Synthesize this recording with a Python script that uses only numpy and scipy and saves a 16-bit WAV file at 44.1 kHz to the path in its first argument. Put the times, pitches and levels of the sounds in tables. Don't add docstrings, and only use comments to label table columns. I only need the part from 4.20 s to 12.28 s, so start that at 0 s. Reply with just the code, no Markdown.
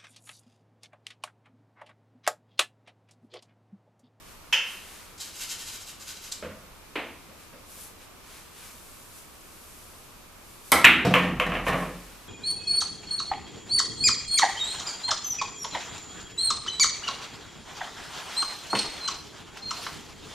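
import sys
import numpy as np
from scipy import signal
from scipy.fft import rfft, irfft, next_fast_len
from scipy.io import wavfile

SR = 44100
rng = np.random.default_rng(int(sys.argv[2]) if len(sys.argv) > 2 else 0)


def wav_record(signal):
    frames = np.transpose(np.atleast_2d(signal))
    bounded = np.clip(frames, -1, 1)
    quanta = np.round(bounded * 32767).astype(np.int16)
    wavfile.write(sys.argv[1], SR, quanta)


N = 356328

# f/Hz, relative level/dB, T60/s
CABINET = [(80.4, -13.5, 0.28), (133.5, -0.5, 0.116), (179.6, -1, 0.56), (198, -6, 0.1), (262, -6.5, 0.36),
           (290, -11.5, 0.38)]
# f/Hz, relative level/dB, T60/s
CHANNEL = [(497.2, 1.5, 0.24), (510, -2.5, 0.14), (619, -7.5, 0.24), (718, -11, 0.3), (1120, -10, 0.067),
           (1300, -12, 0.052)]
# f/Hz, side minus mid level/dB
ROOM_WIDTH = [(60, -14), (400, -24.5), (1300, -19.5), (2400, -15.5), (4400, -9), (8000, -3.5), (14000, 0.5)]


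def clack():
    # t/s, energy level/dB, room level/dB
    clacks = [(6.6442, 13, 10)]
    # f/Hz, relative level/dB
    resin = [(30, -53), (85, -7.5), (280, -8), (480, -8), (900, -0.5), (1400, 6.5), (2000, 10.5),
             (2600, 12), (3100, 6), (3800, -1), (4800, -20.5), (8000, -20.5), (14000, -19)]
    slaps = [(.0011, -6), (.0019, -9.5), (.0068, 0), (.0079, 6.5), (.0087, -23)]  # delay/s, level/dB
    return knocks(clacks, resin, slaps)


def cue():
    # t/s, knock level/dB, tip scuff level/dB, shaft ring level/dB
    strokes = [(6.5199, 4.5, 8.5, -1)]
    # f/Hz, relative level/dB
    tip = [(30, -40), (130, -6), (290, 3.5), (360, -2.5), (620, 7), (800, 8.5), (1050, 6.5), (1600, 2),
           (2200, 9.5), (2700, -6.5), (4000, -3), (6000, -26), (14000, -32)]
    # f/Hz, relative level/dB
    scuff = [(60, -27), (800, -5), (3000, -5.5), (5000, -1), (6500, -6.5), (8200, -0.5), (10200, -3),
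             (12500, -0.5), (14500, -18)]
    # f/Hz, relative level/dB, T60/s
    shaft = [(533, -12, .1), (1028, -7, .08), (1346, 1, .085), (1895, 1, .025), (2140, -3, .02),
             (2330, -5, .035), (3068, -9, .02), (3763, -12, .02), (5400, -10, .015)]
    scuff_lead_s = .0022
    out = 0
    for s, db, scuff_db, shaft_db in strokes:
        bite = amp(scuff_db) * burst(scuff, life=0.0014)
        blow = amp(db) * pulse(tip) + amp(shaft_db) * ring(shaft)
        out += placed(s - scuff_lead_s, room(bite, wet_db=0.0))
        out += placed(s, room(blow, wet_db=10.5, slaps=[(.0065, 0.0031)]))
    return out


def pocket():
    # t/s, thud level/dB, cabinet level/dB
    jaws = [(6.849, 1.5, 3.5), (6.866, -2.5, 8), (6.909, -2.5, 6.5)]
    # f/Hz, relative level/dB
    rubber = [(30, -38), (90, -19), (150, 9), (260, -3), (360, -5.5), (620, 3), (800, -10), (1300, -6),
              (2600, -26), (4000, -22), (8000, -32), (14000, -39)]
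    # t/s, knock level/dB, cabinet level/dB
    drops = [(6.9397, 7, 0), (6.9552, 0.5, -10), (7.199, 1.6, -12), (7.3192, -8, -11), (7.352, -7.5, -14),
             (7.467, -5, -5), (7.5219, -10, -11), (7.535, -10.5, 1), (7.622, -15.5, -7.5)]
    # f/Hz, relative level/dB
    knock_colour = [(30, -41), (100, -34), (350, -2), (520, 6.5), (850, -3), (1080, 11), (1500, -0.5),
                    (2300, 5), (3000, 2), (3600, -13), (4500, -23.5), (8000, -29), (14000, -31.5)]
    return_s = 7.2
    room_db, room_db_per_s = 6.0, 16.5
    bright_db, muffle_db_per_s = 1.86, 17
    cup = [(.0012, -3.5), (.0019, -2)]
    out = 0
    for s, db, body_db in jaws:
        thud = amp(db) * burst(rubber, life=0.0028)
        wood = amp(body_db) * ring(CABINET) + amp(db + 2) * ring(CHANNEL)
        out += placed(s, room(thud, wet_db=3.5) + room(wood, wet_db=-13.0))
    for s, db, body_db in drops:
        inside_s = max(s - return_s, 0)
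        wet_db = room_db + room_db_per_s * inside_s
        tilt_db = bright_db - muffle_db_per_s * inside_s
        knock = amp(db) * pulse(knock_colour, tilt_db)
        wood = amp(body_db) * ring(CABINET) + amp(db - 0.5) * ring(CHANNEL)
        out += placed(s, room(knock, wet_db, cup) + room(wood, wet_db=-5.0))
    return out


def rolling():
    # start t/s, end t/s, level/dB
    rolls = [(6.533, 6.602, -35), (6.656, 6.851, -32), (6.68, 8.07, -48.5)]
    # start t/s, end t/s, rumble level/dB, rattle level/dB
    runs = [(6.95, 7.16, -35, -33), (7.252, 7.407, -38.5, -33.5), (7.47, 7.676, -39, -29.5)]
    # f/Hz, relative level/dB
    slate = [(25, -35.5), (55, -19), (84, 5.5), (108, -21), (170, -2), (240, 2.5), (330, -2.5), (430, -12),
             (800, -27), (2000, -37), (6000, -60)]
    # f/Hz, relative level/dB
    rattle_colour = [(100, -16), (380, -24), (520, -5), (720, 5.5), (840, 4.5), (1050, -2), (1400, -6),
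                     (1800, 5), (2700, -37), (3500, -10), (5000, -22), (14000, -29.5)]
    attack_s, slowing_db_per_s, release_db_per_s = 0.01, 13, 133
    settle_db_per_s = 92
    cabinet_db, channel_db = 2.0, -5.5
    bump_rate = 250

    def roll(start, end, fade_db_per_s):
        return spell(start, end, attack_s, fade_db_per_s, release_db_per_s)

    def driven(modes):
        return unit(signal.fftconvolve(grains(spread_db=5.5), ring(modes))[:N])

    on_slate = sum(amp(db) * roll(start, end, slowing_db_per_s) for start, end, db in rolls)
    inside = sum(amp(db) * roll(start, end, slowing_db_per_s) for start, end, db, _ in runs)
    rattle = sum(amp(db) * roll(start, end, settle_db_per_s) for start, end, _, db in runs)
    rumble = (on_slate + inside) * coloured(grains(spread_db=3), slate)
    body = amp(cabinet_db) * inside * driven(CABINET)
    bumpy = (rng.random(N) < bump_rate / SR) * rng.standard_normal(N)
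    clatter = rattle * (coloured(bumpy, rattle_colour) + amp(channel_db) * driven(CHANNEL))
    return room(rumble + body, wet_db=-10.5) + room(clatter, wet_db=1.0)


def boom():
    boom_hz, boom_db = 44.3, -37.5
    start_s, end_s, attack_s, release_db_per_s = 6.95, 7.48, .18, 32
    phase_drift = .5 * unit(filtered(rng.standard_normal(N), lambda hz: hz < 3))
    level = amp(boom_db) * spell(start_s, end_s, attack_s, 0, release_db_per_s)
    return level * np.sin(2 * np.pi * boom_hz * np.arange(N) / SR + phase_drift)


def chalking():
    # t/s, level/dB, half length/s
    chalk_strokes = [(0.983, -57, 0.0037), (1.013, -42.5, .01), (1.057, -50, .029), (1.165, -49, .026),
                     (1.224, -41, 0.018), (1.311, -38, 0.016), (1.406, -45.5, 0.019), (1.479, -44, 0.017),
                     (1.543, -46, 0.018), (1.618, -49.5, 0.01), (1.685, -48, 0.017), (1.817, -50, .015),
                     (1.894, -44.5, 0.02), (1.969, -52, .008), (2.046, -48, 0.027), (2.125, -39.5, 0.0045)]
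    # f/Hz, relative level/dB
    chalk = [(530, -30), (900, -11.5), (1190, -13.5), (1490, -10), (1800, -10.5), (2790, -4.5),
             (6350, -5.5), (13500, -10.5), (14500, -36), (15000, -62)]
    # f/Hz, relative level/dB
    squeak_colour = [(800, -37), (2000, -15), (3200, -8), (4000, 3.5), (5500, 1), (7500, 3.5), (9000, -7),
                     (14000, -45)]
    # f/Hz, width/Hz, relative level/dB
    cube = [(1485, 73, -4), (3100, 86, -1), (5110, 150, -1.5), (6330, 120, -1), (6760, 43, -4),
            (7200, 37, -7), (7900, 42, -3)]
    cube_db = -10.5
    even_s, squeak_db_per_halving = 0.018, 5
    clump_hz = 180
    clumps = np.tanh(unit(filtered(rng.standard_normal(N), lambda hz: hz < clump_hz)))
    scraping = amp(5.0 * clumps) * coloured(grains(spread_db=2.5), chalk)
    cube_ring = amp(cube_db) * resonant(grains(spread_db=21), cube)
    rasp = unit(unit(scraping) + cube_ring)
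    grit = swells(chalk_strokes) * rasp
    catches = [(s, db + squeak_db_per_halving * np.log2(even_s / half), half)
               for s, db, half in chalk_strokes]
    squeak = swells(catches) * coloured(grains(spread_db=11.5), squeak_colour)
    slightly_left = amp([[.6], [-.6]])
    return slightly_left * (room(grit, wet_db=4.0) + room(squeak, wet_db=-5.5))


def taps():
    # t/s, energy level/dB, room level/dB
    contacts = [(2.7556, -17, 16.5), (2.7595, -8, 5), (2.793, -20, 11)]
    # f/Hz, relative level/dB
    rail = [(40, -19), (170, -6), (290, 7), (410, 2.5), (530, 4.5), (780, 0), (1000, 3), (1450, -2.5),
            (2350, 3.5), (3200, -3.5), (4100, -12.5), (5500, -26), (14000, -35)]
    return knocks(contacts, rail)


def clink():
    # t/s, knock level/dB, ring level/dB
    clinks = [(.3262, -5.5, -6.5)]
    # f/Hz, relative level/dB
    clink_colour = [(100, -37), (370, -24), (500, -12), (700, -19.5), (950, -3.5), (1150, -13),
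                    (2000, -1.5), (3100, 1.5), (3900, -18), (5000, -10), (6600, -12.5), (8200, -24),
                    (14000, -26.5)]
    # f/Hz, relative level/dB, T60/s
    clink_modes = [(980, -17, .04), (1320, -13, .05), (1873, -10, .05), (2509, -3, .045), (2760, -1, .06),
                   (2905, 0, .06), (3110, 0, .04), (5010, -16, .03), (5900, -17, .03)]
    slaps = [(.006, 1.9), (.013, 0.58)]  # delay/s, level/dB
    out = 0
    for s, db, ring_db in clinks:
        blow = amp(db) * pulse(clink_colour) + amp(ring_db) * ring(clink_modes)
        out += placed(s, room(blow, wet_db=14.5, slaps=slaps))
    return out


def bumps():
    # t/s, energy level/dB, room level/dB
    contacts = [(2.2262, -13, 6), (2.236, -18, 11), (2.30, -27, 9), (3.09, -31.5, 10), (3.33, -32, 13),
                (3.575, -26.5, -1)]
    # f/Hz, relative level/dB
    bump_colour = [(30, -28), (85, 1.5), (120, -14), (175, 3.5), (280, -5.5), (400, -9), (500, 3), (650, 0),
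                   (760, -20), (1100, -8), (2500, -14.5), (3300, -20.5), (6000, -42), (14000, -57)]
    return knocks(contacts, bump_colour)


def sleeves():
    # t/s, level/dB, half length/s
    rustles = [(.1, -47.5, 0.046), (.51, -40.5, 0.048), (.71, -41.5, .15), (3.23, -49, 0.047),
               (3.827, -47, 0.026), (4.151, -43, 0.074), (4.437, -43, 0.068), (7.484, -34.5, .017),
               (7.8, -45.5, .25)]
    # t/s, level/dB, half length/s
    slides = [(3.513, -48, 0.029), (3.624, -41.5, 0.055), (4.7, -49.5, 0.22), (4.983, -50.5, 0.035),
              (5.54, -49.5, .31), (6.336, -51, 0.082), (6.49, -46, 0.032), (7.598, -49.5, 0.05)]
    # f/Hz, relative level/dB
    cloth_colour = [(300, -22.5), (1000, 3), (2500, 4.5), (5000, 4), (10000, 5.5), (14500, 0.5)]
    rustle_treble_db, slide_bass_db = -9, -12
    split_hz = 4000
    pair = np.array([coloured(grains(spread_db=4.5), cloth_colour) for _ in range(2)])
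    rustle = stereo(pair, ROOM_WIDTH)
    dull = filtered(rustle, lambda hz: 1 / (1 + (hz / split_hz) ** 2))
    cloth, shaft = swells(rustles), swells(slides)
    low = cloth + amp(slide_bass_db) * shaft
    high = shaft + amp(rustle_treble_db) * cloth
    return amp([[-1], [-2.5]]) * (low * dull + high * (rustle - dull))


def air():
    # f/Hz, relative level/dB
    air_colour = [(12, -32), (20, 6.5), (54, -3.5), (84, 1), (143, -7), (183, -5), (497, -8.5),
                  (796, -10.5), (1170, -7.5), (1930, -16), (2340, -13), (3180, -17), (10500, -21.5),
                  (13800, -20.5), (15000, -65)]
    # f/Hz, side minus mid level/dB
    air_width = [(60, -10.5), (110, -3.5), (200, -4), (380, -2.5), (700, -3), (1290, -5), (2370, -1.5),
                 (4380, -1), (8090, -1), (14900, -0.5)]
    return amp(-51.5) * stereo(coloured(rng.standard_normal((2, N)), air_colour), air_width)


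def knocks(rows, spectrum, slaps=()):
    return sum(placed(s, room(amp(db) * pulse(spectrum), wet_db, slaps)) for s, db, wet_db in rows)


def room(x, wet_db, slaps=(), early_db=3.5, early_s=0.048):
    # f/Hz, T60/s
    room_t60 = [(100, 0.67), (400, 0.62), (1000, 0.59), (2700, 0.58), (7000, 0.44), (14000, 0.28)]
    hz, t, z = signal.stft(rng.standard_normal((2, SR)), SR, nperseg=256)
    decay = np.exp(-np.log(1000) * t / along(room_t60, hz)[:, None])
    tail = signal.istft(z * decay, SR, nperseg=256)[1][:, :SR]
    t = np.arange(SR) / SR
    onset = 1 - np.exp(-(t / 0.00084) ** 2)
    tail *= onset * amp(early_db * np.exp(-t / early_s))
    answer = amp(wet_db) * stereo(tail / np.linalg.norm(tail[0]), ROOM_WIDTH)
    answer[:, 0] += 1
    for delay, db in slaps:
        answer[:, round(delay * SR)] += amp(db)
    return signal.fftconvolve(x[None], answer, axes=1)[:, :N]


def pulse(spectrum, tilt_db=0):
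    hz = np.fft.rfftfreq(SR, 1 / SR)
    tilt = tilt_db * np.log2(np.maximum(hz, 500) / 1000)
    cepstrum = irfft(np.log(amp(along(spectrum, hz) + tilt)))
    cepstrum[1:SR // 2] *= 2
    cepstrum[SR // 2 + 1:] = 0
    return unit_energy(irfft(np.exp(rfft(cepstrum)))[:SR // 2])


def ring(modes, scatter_db=0.5):
    t = np.arange(SR // 2) / SR
    out = 0
    for k, (hz, db, t60) in enumerate(modes):
        strength = (-1) ** k * amp(db + scatter_db * rng.standard_normal())
        out = out + strength * np.exp(-np.log(1000) * t / t60) * np.sin(2 * np.pi * hz * t)
    return unit_energy(out)


def burst(spectrum, life):
    u = np.arange(SR // 2) / SR / life
    return unit_energy(coloured(rng.standard_normal(len(u)), spectrum) * u * np.exp(-u))


def grains(spread_db):
    size = np.tanh(rng.standard_normal(N) / 2) * 2
    return unit(rng.standard_normal(N) * amp(spread_db * size))


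def resonant(x, peaks):
    def response(f):
        total = 0
        for k, (centre, width, db) in enumerate(peaks):
            damping = 1j * f * width
            total = total + (-1) ** k * amp(db) * damping / (centre * centre - f * f + damping)
        return total
    return unit(filtered(x, response))


def spell(start, end, attack_s, fade_db_per_s, release_db_per_s):
    t = np.arange(N) / SR
    age, after = np.maximum(t - start, 0), np.maximum(t - end, 0)
    return (1 - np.exp(-age / attack_s)) * amp(-fade_db_per_s * age - release_db_per_s * after)


def swells(rows):
    t = np.arange(N) / SR
    return sum(amp(db) * np.exp(-.5 * ((t - s) / half) ** 2) for s, db, half in rows)


def placed(s, sound):
    return np.pad(sound, ((0, 0), (round(s * SR), N)))[:, :N]


def stereo(pair, width):
    side = filtered(pair[1], lambda hz: amp(along(width, hz)))
    return np.array([pair[0] + side, pair[0] - side])


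def coloured(x, spectrum):
    return unit(filtered(x, lambda hz: amp(along(spectrum, hz))))


def filtered(x, response):
    size = next_fast_len(x.shape[-1] + 8192)
    return irfft(rfft(x, size) * response(np.fft.rfftfreq(size, 1 / SR)), size)[..., :x.shape[-1]]


def along(points, hz):
    f, v = np.transpose(points)
    return np.interp(np.log(hz + 1), np.log(f + 1), v)


def amp(db):
    return 10 ** (np.asarray(db) / 20)


def unit(x):
    return x / np.sqrt(np.mean(x ** 2) + 1e-20)


def unit_energy(x):
    return x / np.sqrt(np.sum(x ** 2) + 1e-20)


def scene():
    shot = clack() + cue() + pocket() + rolling() + boom()
    preparation = chalking() + taps() + clink() + bumps()
    return shot + preparation + sleeves() + air()


def record(dry):
    ceiling, top_hz = .95, 14600
    x = dry * amp([[-.25], [.25]])
    x = x / (1 + np.abs(x / ceiling) ** 8) ** (1 / 8)
    return filtered(x, lambda hz: hz < top_hz)


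dry = scene()
out = record(dry)
wav_record(out)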